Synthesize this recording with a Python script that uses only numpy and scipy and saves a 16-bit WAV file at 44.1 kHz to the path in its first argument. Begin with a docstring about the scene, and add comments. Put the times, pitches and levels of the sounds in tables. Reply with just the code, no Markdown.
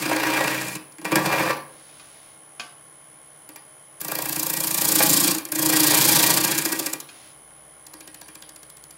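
"""A workshop: a wood lathe spins a small bowl blank at about 860 rpm.
A gouge meets the end grain twice a turn: tearing fibres hiss; wood, tool and lathe ring.
Two dull cuts, a knock on the tool rest, two long bright cuts, then a skim touching once a turn.
A sleeve rustles between cuts. Behind it all the motor runs and its inverter whines near 10 kHz."""
import sys
import numpy as np
from scipy import signal
from scipy.fft import rfft, irfft
from scipy.io import wavfile

SR = 44100
rng = np.random.default_rng(int(sys.argv[2]) if len(sys.argv) > 2 else 0)


def master(y):
    """Save y as 16-bit WAV."""
    cut = np.clip(np.atleast_2d(y).T, -1, 1)
    pcm = np.round(cut * 32767)  # scale
    wavfile.write(sys.argv[1], SR, pcm.astype(np.int16))


N = 395577
TAPS = 16384

# gouge feed per cut: t/s, force/dB, shaving hiss/dB
FIRST_CUT = [(0, -24, -29), (0.13, -21, -35), (0.27, -17, -35.5), (0.42, -18.5, -32), (0.56, -23, -33),
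             (0.7, -30.5, -33.3), (0.78, -35.5, -36)]
SECOND_CUT = [(1.046, -26, -37), (1.085, -25, -42.5), (1.24, -23, -33), (1.33, -15.5, -36.5),
              (1.43, -19.5, -34), (1.51, -18.5, -37), (1.6, -43, -59)]
THIRD_CUT = [(4.001, -35.5, -33.5), (4.09, -30, -28.5), (4.35, -29.5, -25), (4.68, -29, -22.5),
             (4.871, -25, -18), (5.12, -23.5, -15.5), (5.291, -22.5, -17.5), (5.42, -35, -33)]
FOURTH_CUT = [(5.517, -36.5, -27.5), (5.609, -26, -20.5), (5.799, -20.5, -17), (6.1, -19, -14.5),
              (6.349, -21.5, -17.5), (6.6, -26.5, -22.5), (6.85, -28.5, -25.6), (6.97, -41.5, -33.5)]
SKIM = [(7.85, -56, -46), (7.97, -45, -45.5), (8.35, -50, -47.2), (8.65, -54.5, -49.5), (8.97, -57, -49.5)]
CUTS = [FIRST_CUT, SECOND_CUT, THIRD_CUT, FOURTH_CUT, SKIM]

def feed(entry_s=0.0004, exit_s=0.012):
    """The edge enters fast and lifts out gently: force, shaving, contact gate 0-1."""
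    t = seconds()
    force_db, shaving_db = in_time([row for cut in CUTS for row in cut])
    ramps = [np.minimum((t - cut[0][0]) / entry_s, (cut[-1][0] - t) / exit_s) for cut in CUTS]
    return force_db, shaving_db, np.clip(ramps, 0, 1).sum(axis=0)


# drive at each cut's peak: headstock/dB, its slope/(dB per dB of force), bed/dB, gouge ring/dB,
# hollow wood/dB re force, rasp/dB re force
SHAKING = [(-29.5, 0.74, -37.5, -29, -12, -4.5), (-27, 1.1, -35.5, -32, -10, -7.5),
           (-26, 1.77, -35, -25, -11, -5.5), (-26.5, 0.49, -32, -21, -10.5, -4),
           (-49, 1.5, -67.5, -50.5, -11, -5)]

def cutting(turns, force_db, shaving_db, touching, uneven_db=1.0):
    """Force drives blank and headstock, depth the bed, both the steel; the shaving hisses."""
    _, top_force_db, top_shaving_db = np.transpose([np.max(cut, axis=0) for cut in CUTS])
    push_db = force_db - per_cut(top_force_db)
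    depth_db = shaving_db - per_cut(top_shaving_db)
    thrum_db, thrum_slope, bed_db, ring_db, hollow_db, rasp_db = map(per_cut, np.transpose(SHAKING))
    thrum, boom, hollow, rasp, ring, hiss = touching * from_db([
        thrum_db + thrum_slope * push_db,
        bed_db + 1.14 * depth_db,
        force_db + hollow_db + uneven_db * drift(per_s=16),  # harder and softer wood
        force_db + rasp_db + uneven_db * drift(per_s=16),
        ring_db + 0.79 * (push_db + depth_db),
        shaving_db])
    seat = contact(turns, depth_db)
    jolt, wood_catch, hiss_catch = catches()
    load = bites(seat, lag_s=0.0025, extra_rub_db=0.5, stretch=1.14)
    lathe = lathe_body(turns, thrum * load, boom * load, jolt)
    wood = blank(turns, hollow * load, rasp * load, wood_catch)
    body = from_db(-5) * workshop(lathe, wet_db=-4.5) + from_db(-3.5) * workshop(wood, wet_db=-4.5)
    chips = grit(grit_db=1.1, per_s=330)
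    steel = gouge_ring(ring * chips * bites(seat, lag_s=0.001) + from_db(-9) * hiss_catch)
    spray = fibre_hiss(hiss * chips * bites(seat, extra_rub_db=-3, stretch=0.93) + hiss_catch)
    return body + from_db(-0.83) * workshop(steel, wet_db=1) + from_db(-2) * workshop(spray, wet_db=-15.5)


# edge seating per cut: high spot at edge t/s, full-depth bite/turns, full-depth rub/dB,
# opposite bite at entry/dB, at exit/dB, top octave of hiss at entry/dB, at exit/dB
CONTACT = [(.755, 0.05, -4, 1.5, -17, -7, -9.5), (1.051, 0.15, -12.5, -5.5, 11.5, -9, -3),
           (4.05, 0.075, -7, -0.5, -.5, 5.5, -3.5), (5.522, .1, -10, -0.5, -19, 0, -4.5),
           (7.869, 0.024, -40, -32, -33, -8, -8)]
IDLE_TURNS_PER_S, SAG_TURNS_PER_S, DEEP_CUT_DB = 14.42, 0.555, -15

def contact(turns, depth_db):
    """Deeper cuts bite longer and rub harder; the opposite bite changes mostly late in a cut."""
    _, full_turns, full_rub_db, entry_db, exit_db, _, _ = np.transpose(CONTACT)
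    late = per_cut(np.zeros(len(CUTS)), np.ones(len(CUTS))) ** 3.3
    opposite_db = per_cut(entry_db) + late * per_cut(exit_db - entry_db)
    bite_turns = per_cut(full_turns) * from_db(0.6 * depth_db)
    rub_db = per_cut(full_rub_db) + 0.45 * depth_db
    return turns, bite_turns, opposite_db, rub_db


def spindle_turns(shaving_db, touching):
    """Blank angle, whole where the high spot meets the edge; cutting power slows it."""
    turns_per_s = IDLE_TURNS_PER_S - SAG_TURNS_PER_S * touching * from_db(shaving_db - DEEP_CUT_DB) ** 2
    turns = np.cumsum(turns_per_s) / SR
    high_spots = np.interp(np.transpose(CONTACT)[0], seconds(), turns)
    return turns - per_cut(np.unwrap(2 * np.pi * (high_spots % 1)) / (2 * np.pi))


def bites(seat, lag_s=0, extra_rub_db=0, stretch=1):
    """Force of mean power 1: end grain strikes twice a turn, the bevel rubs between."""
    turns, bite_turns, opposite_db, rub_db = seat
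    turns = turns - lag_s * IDLE_TURNS_PER_S
    width = np.maximum(bite_turns * stretch, 0.01)
    high, opposite = (np.exp(-0.5 * (((turns + shift) % 1 - 0.5) / width) ** 2) for shift in (0.5, 0))
    opposite_power, rub_power = from_db(opposite_db) ** 2, from_db(rub_db + extra_rub_db) ** 2
    mean_power = np.sqrt(2 * np.pi) * width * (1 + opposite_power) + rub_power
    return np.sqrt((high + opposite_power * opposite + rub_power) / mean_power)


# edge catches: t/s, headstock drive/dB, wood drive/dB, hiss drive/dB
CATCHES = [(0.054, -29, -29, -38), (0.114, -29, -14.5, -30), (0.254, -30, -33, -45),
           (.755, -46.5, -36, -37), (.922, -60, -56, -43), (.984, -36, -36.5, -39),
           (1.016, -33.5, -36, -38.5), (1.052, -27, -30, -30), (1.119, -15.5, -15.5, -24),
           (1.157, -10, -11.5, -10), (1.259, -27, -21, -28), (1.397, -17.5, -22, -32),
           (3.422, -75, -70, -53), (3.491, -43.5, -40.5, -35), (3.56, -49, -38, -30),
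           (4.007, -52, -51, -30.5), (4.955, -34, -36, -16), (5.004, -46, -10.5, -34),
           (5.453, -32, -33, -21.5), (5.488, -46, -37, -31), (5.523, -39.5, -34, -36),
           (6.933, -28.5, -37, -22.5), (7.003, -48, -39, -21)]

def catches():
    """The edge catches: burst envelopes for headstock, wood and hiss."""
    at_s, thrum_db, wood_db, hiss_db = np.transpose(CATCHES)
    return (bursts(at_s, thrum_db, rise_s=0.0016, fall_s=0.016),
            bursts(at_s, wood_db, rise_s=0.00081, fall_s=0.01),
            bursts(at_s, hiss_db, rise_s=0.003, fall_s=0.0036))


# wood spectra: f/Hz, level/dB
HOLLOW = [(250, -21), (400, 0), (480, 2.5), (700, 2.5), (1100, 2), (1300, -4.5), (1700, -4.5),
          (4000, -42.5)]
RASP = [(600, -31), (1200, -9.5), (1500, 2), (1900, 0.5), (2600, 3.5), (3050, -6), (4000, -9),
        (8000, -14.5)]
# blank resonances: f/Hz, width/Hz, lift/dB
WOOD_MODES = [(510, 26, 4), (537, 24, 7), (602, 24, 6), (790, 30, 4), (829, 34, 5), (942, 30, 8),
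              (1020, 34, 5), (1073, 28, 6), (1161, 30, 8), (1480, 30, 3), (1637, 34, 9), (1770, 34, 6),
              (1910, 26, 9), (2208, 38, 5), (2398, 48, 9), (2700, 90, 3)]

def blank(turns, hollow, rasp, catch):
    """Bumps knock and tearing fibres rasp through the same wood modes."""
    splinters = grit(grit_db=1.4, per_s=160)
    bumps = surface(turns, memory=0.54) * grit(grit_db=2.5, per_s=600)
    knocking = bumps * (hollow * splinters + from_db(-7.5) * catch)
    rasping = tearing(grit_db=2.5, per_s=800) * (rasp * splinters + from_db(-2.5) * catch)
    return resonate(knocking, HOLLOW, WOOD_MODES) + resonate(rasping, RASP, WOOD_MODES)


def surface(turns, memory, per_turn=1024):
    """Wood bumps passing the edge, rms 1; each turn partly repeats the last."""
    fresh = rng.standard_normal((per_turn // 4, per_turn))
    rounds = signal.lfilter([np.sqrt(1 - memory ** 2)], [1, -memory], fresh, axis=0)
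    place = (turns + len(rounds) // 4) * per_turn
    bumps = np.interp(place, np.arange(rounds.size), rounds.ravel())
    return bumps / bumps.std()


# fibre spectrum: f/Hz, level/dB
FIBRES = [(2000, -29), (4500, 0), (6000, -4), (7500, 1), (10000, 2.5), (13000, 3.5), (16000, 0)]
# edge resonances: f/Hz, width/Hz, lift/dB
EDGE_MODES = [(6470, 150, 6.2), (6960, 800, 4.9), (7420, 94, 2.5), (8500, 160, 9.9), (9040, 200, 5.8),
              (11100, 370, 3.5), (13200, 390, 4.3), (14200, 370, 4.5)]

def fibre_hiss(force, top_hz=10500):
    """Torn fibres hiss and chips crackle; thin shavings are brighter in the top octave."""
    fibres = near_echoes(resonate(tearing(grit_db=2.5, per_s=1700) * force, FIBRES, EDGE_MODES))
    top = signal.fftconvolve(fibres, signal.firwin(15, top_hz, fs=SR, pass_zero=False), mode="same")
    *_, entry_db, exit_db = np.transpose(CONTACT)
    top_gain = from_db(per_cut(entry_db, exit_db))
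    spray = (fibres + (top_gain - 1) * top) / np.sqrt((1 + top_gain ** 2) / 2)
    return spray + from_db(-10.5) * crackle(force)


def crackle(force, per_s=2000, t60_cycles=25, pitches=14):
    """Chips snap off at random, each ringing briefly at its own pitch."""
    snaps = (rng.random(N) < per_s / SR) * rng.standard_normal(N)
    pitch_index, out = rng.integers(0, pitches, N), 0
    for k, hz in enumerate(np.geomspace(5000, 15000, pitches)):
        radius = from_db(-60 * hz / (t60_cycles * SR))
        gain = np.sqrt((1 - radius ** 2) / 2)
        poles = [1, -2 * radius * np.cos(2 * np.pi * hz / SR), radius ** 2]
        out += signal.lfilter([gain, 0, -gain], poles, snaps * force * (pitch_index == k) + 1e-18)
    return out / snaps.std()


# gouge spectrum: f/Hz, level/dB
GOUGE = [(2000, -22), (3000, -2), (3600, -0.5), (4500, 0), (5200, -2), (5800, -2.5), (8000, -27)]
# gouge resonances: f/Hz, width/Hz, lift/dB
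GOUGE_MODES = [(3290, 28, 8), (3430, 60, 4), (4340, 120, 7), (4752, 130, 7), (4880, 160, 6), (5060, 120, 3)]

def gouge_ring(force):
    """Tearing fibres set the steel gouge ringing."""
    return resonate(tearing(grit_db=5, per_s=900) * force, GOUGE, GOUGE_MODES)


# lathe spectra: f/Hz, level/dB
BED = [(30, -59), (60, -28), (105, -14), (135, 2.5), (200, -3.5), (235, -5), (300, -19.5), (600, -61)]
HEADSTOCK = [(100, -48.5), (235, -9), (270, 2.5), (310, 6), (410, -4), (520, -41), (1000, -30.5)]
# lathe resonances: f/Hz, width/Hz, lift/dB
BED_MODES = [(146.7, 8.9, 6.5), (157.7, 4, 3.5), (158, 8.6, 0.5), (215, 150, 1)]
SPINDLE_MODES = [(293.8, 8.3, 14.1), (314.7, 38, 18.4), (365, 48, 3.7), (419, 18.5, 14.7)]

def lathe_body(turns, thrum, boom, jolt):
    """The cut shakes bed and spindle, nearly alike on every turn."""
    bumps = surface(turns, memory=0.845)
    bed = resonate(bumps * (boom + from_db(-17.5) * jolt), BED, BED_MODES)
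    spindle = resonate(bumps * (thrum + jolt), HEADSTOCK, SPINDLE_MODES)
    return bed + from_db(-2.5) * spindle


# steel set on the tool rest: t/s, strike/dB
KNOCKS = [(1.8, -58), (1.892, -49.5), (1.997, -41.5), (2.597, -24.5), (7.089, -37)]
# crack spectrum: f/Hz, level/dB
REST_CRACK = [(60, -36), (200, -7), (400, -9), (700, -1), (1500, 0.5), (2600, -2.5), (4800, -1), (5800, -8),
              (7200, -8), (8500, -18), (16000, -30)]
# rest modes: f/Hz, level/dB, t60/s
REST_MODES = [(720, -7.5, 0.43), (1155, -4.5, 0.4), (1550, -5, 0.3), (2480, 7.5, 0.081), (2570, -1, 0.1),
              (3210, 4, 0.084), (3560, -15, 0.14), (4340, -3, 0.12), (5030, -18, 0.18), (4640, -17, 0.098),
              (5200, -11, 0.074), (6960, -6, 0.13), (7150, -18, 0.12)]

def tool_rest():
    """The tool strikes its rest: the crack, and the ring after it."""
    at_s, strike_db = np.transpose(KNOCKS)
    impacts = bursts(at_s, strike_db, rise_s=0.00037, fall_s=0.0097)
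    crack = resonate(rng.standard_normal(N) * impacts, REST_CRACK)
    t, strikes = np.arange(TAPS) / SR, np.zeros(N)
    strikes[(at_s * SR).astype(int)] = from_db(strike_db)
    chime = sum(from_db(db - 60 * t / t60_s) * np.sin(2 * np.pi * (hz * t + rng.random()))
                for hz, db, t60_s in REST_MODES)
    return from_db(-1) * crack, from_db(-11.5) * signal.fftconvolve(strikes, chime)[:N]


# grip changes: start/s, end/s, peak/dB
GRIP_CHANGES = [(1.66, 2.36, -54), (7.07, 7.34, -51.5)]
# cloth spectrum: f/Hz, level/dB
CLOTH = [(200, 2), (1000, -5), (2000, 2.5), (4000, 2.5), (7000, -2), (10000, -14), (16000, -7)]

def sleeve():
    """Sleeve and glove rustle in one arc per change of grip."""
    envelope = np.zeros(N)
    for start_s, end_s, db in GRIP_CHANGES:
        progress = np.clip((seconds() - start_s) / (end_s - start_s), 0, 1)
        envelope += from_db(db) * np.maximum(np.sin(np.pi * progress), 0) ** 0.35
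    return envelope * resonate(tearing(grit_db=0, per_s=190), CLOTH)


# motor, belt and bearing spectrum: f/Hz, level/dB
RUNNING = [(18, -51.5), (30, -17), (158, -1.5), (243, -7.5), (316, -2.5), (347, -4.5), (614, 0.5),
           (725, -2.5), (798, -2.5), (1630, -7), (2220, -8.5), (2680, -16.5), (3020, -9), (4310, -23.5),
           (8800, -16), (11400, -46), (19400, -120)]
# motor tones: f/Hz, rms/dB
MOTOR_TONES = [(132, -72), (146, -68), (316, -68), (619, -70.5), (780.6, -69), (1047, -69.5), (1098, -68.5),
               (1410, -73.5), (2148, -71), (3110, -75.5), (8651, -73)]

def motor(turns, running_db=-55.5, mains_on_s=7.33):
    """Bearing noise swells each turn over steady tones; mains hum enters late."""
    swell = from_db(running_db + 0.45 * np.cos(2 * np.pi * turns))
    running = swell * resonate(rng.standard_normal(N), RUNNING)
    hum = sum(tone(hz, db, waver_rad=0.26) for hz, db in MOTOR_TONES)
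    mains = tone(hz=59.5, db=-69.5) * np.clip((seconds() - mains_on_s) / 0.03, 0, 1)
    return running + hum + mains


# carrier sidebands: offset/drive frequencies, level/dB
SIDEBANDS = [(-21, -71), (-19, -70), (-17, -70), (-15, -74), (-13, -71), (-11, -72), (-9, -72), (-5.5, -69),
             (-3, -53), (-1, -60), (0, -68), (1, -63), (3, -58), (5, -67), (6, -69), (9, -70), (11, -67),
             (13, -69), (15, -67), (17, -68), (21, -70), (25, -77)]
# switching noise spectrum: f/Hz, level/dB
DRIVE_HISS = [(7000, -14.5), (8700, -31), (9500, -18), (10100, -5), (10700, -1), (11200, -17),
              (11800, -7.5), (12600, -22), (14000, -18), (15300, -9), (16000, -39)]

def inverter(carrier_hz=10000, drive_hz=34.5):
    """Switching whine; inner sidebands stay in step, so it throbs twice per drive cycle."""
    whine = sum(tone(carrier_hz + k * drive_hz, db, scatter_cycles=min((k / 10) ** 2, 1))
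                for k, db in SIDEBANDS)
    throb = from_db(2 * np.cos(4 * np.pi * drive_hz * seconds()))
    fizz = resonate(throb * rng.standard_normal(N), DRIVE_HISS)
    return from_db(-0.16) * whine + from_db(-60) * fizz


# echoes off blank, rest and headstock: delay/s, level/dB
NEAR_ECHOES = [(.00052, -17), (.00135, -22), (.0023, -9.5), (.0037, -31)]

def near_echoes(x):
    """Nearby hard surfaces comb the hiss; power is kept."""
    echoes = sum(from_db(db) * np.pad(x, (round(delay_s * SR), 0))[:N] for delay_s, db in NEAR_ECHOES)
    return (x + echoes) / np.sqrt(1 + sum(from_db(db) ** 2 for _, db in NEAR_ECHOES))


# room decay: f/Hz, t60/s
ROOM_T60 = [(125, 0.49), (400, 0.57), (1200, 0.47), (3500, 0.33), (8000, 0.33), (15000, 0.63)]

def workshop(x, wet_db):
    """Direct sound plus a diffuse tail decaying band by band; power is kept."""
    t, hz = np.arange(TAPS * 2) / SR, np.arange(TAPS + 1) * SR / (TAPS * 2)
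    white = rfft(rng.standard_normal(len(t)))
    centres_hz, t60s = np.transpose(ROOM_T60)
    bands = [irfft(white * np.interp(hz, centres_hz, share)) for share in np.eye(len(t60s))]
    tail = sum(band * from_db(-60 * t / t60_s) for band, t60_s in zip(bands, t60s))
    tail *= np.clip((t - 0.003) / 0.00088, 0, 1)
    wet = from_db(wet_db)
    return (x + wet * signal.fftconvolve(x, tail / np.linalg.norm(tail))[:N]) / np.hypot(1, wet)


def resonate(x, colour, modes=()):
    """Minimum-phase filter of unit power: broad spectrum plus resonances."""
    hz = np.arange(TAPS // 2 + 1) * SR / TAPS
    colour_hz, colour_db = np.transpose(colour)
    broad = from_db(np.interp(np.log(hz + 1), np.log(colour_hz), colour_db))
    lift = 1 + sum((from_db(db) ** 2 - 1) / (1 + (2 * (hz - mode_hz) / width_hz) ** 2) ** 2
                   for mode_hz, width_hz, db in modes)
    cepstrum = irfft(np.log(broad * np.sqrt(lift)))
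    response = irfft(np.exp(rfft(2 * cepstrum * (np.arange(TAPS) < TAPS // 2))))
    return signal.fftconvolve(x, response / np.linalg.norm(response))[:N]


def grit(grit_db, per_s):
    """Fibres snap in uneven clumps: random gain of mean power 1."""
    gain = from_db(grit_db * np.minimum(drift(per_s), 2.5))
    return gain / np.sqrt(np.mean(gain ** 2))


def tearing(grit_db, per_s):
    """Gritty noise, rms 1."""
    return rng.standard_normal(N) * grit(grit_db, per_s)


def bursts(times_s, levels_db, rise_s, fall_s):
    """Envelope of brief contacts."""
    out, t = np.zeros(N), np.arange(TAPS // 2) / SR
    shape = np.minimum(t / rise_s, 1) ** 2 * np.exp(-np.maximum(t - rise_s, 0) / fall_s)
    for peak_s, db in zip(times_s, levels_db):
        start = int((peak_s - rise_s) * SR)
        out[start:start + len(t)] += from_db(db) * shape
    return out


def tone(hz, db, waver_rad=0.2, scatter_cycles=1):
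    """Sine with a random, wandering phase."""
    cycles = hz * seconds() + scatter_cycles * rng.random()
    return np.sqrt(2) * from_db(db) * np.sin(2 * np.pi * cycles + waver_rad * drift(per_s=2.32))


def drift(per_s):
    """Random wander, spread 1."""
    knots = rng.standard_normal(N // 8)
    return np.interp(seconds() * per_s, np.arange(len(knots)), knots) * np.sqrt(3 / 2)


def per_cut(entry, leaving=None):
    """One value per cut, held or gliding from entry to exit."""
    edges_s = [(cut[0][0], cut[-1][0]) for cut in CUTS]
    values = np.column_stack([entry, entry if leaving is None else leaving])
    return np.interp(seconds(), np.ravel(edges_s), values.ravel())


def in_time(rows):
    """Table columns, linearly interpolated over time."""
    times_s, *columns = np.transpose(rows)
    return [np.interp(seconds(), times_s, column) for column in columns]


def from_db(db):
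    """Decibels to gain."""
    return 10 ** (np.asarray(db) / 20)


def seconds():
    """Sample times."""
    return np.arange(N) / SR


def scene():
    """All sources mixed together."""
    force_db, shaving_db, touching = feed()
    turns = spindle_turns(shaving_db, touching)
    cuts = cutting(turns, force_db, shaving_db, touching)
    crack, ringing = tool_rest()
    handling = workshop(crack + sleeve(), wet_db=-1) + ringing
    return (cuts + handling + motor(turns) + inverter())[None]


def record(dry, low_cut_hz=38, high_cut_hz=15870):
    """Bass cut, soft-rounded peaks, steep top cut."""
    lean = signal.sosfilt(signal.butter(2, low_cut_hz, "high", fs=SR, output="sos"), dry)
    rounded = 1.2 * np.tanh(lean / 1.2)
    return signal.fftconvolve(rounded, signal.firwin(401, high_cut_hz, fs=SR)[None], mode="same")


dry = scene()
out = record(dry)
master(out)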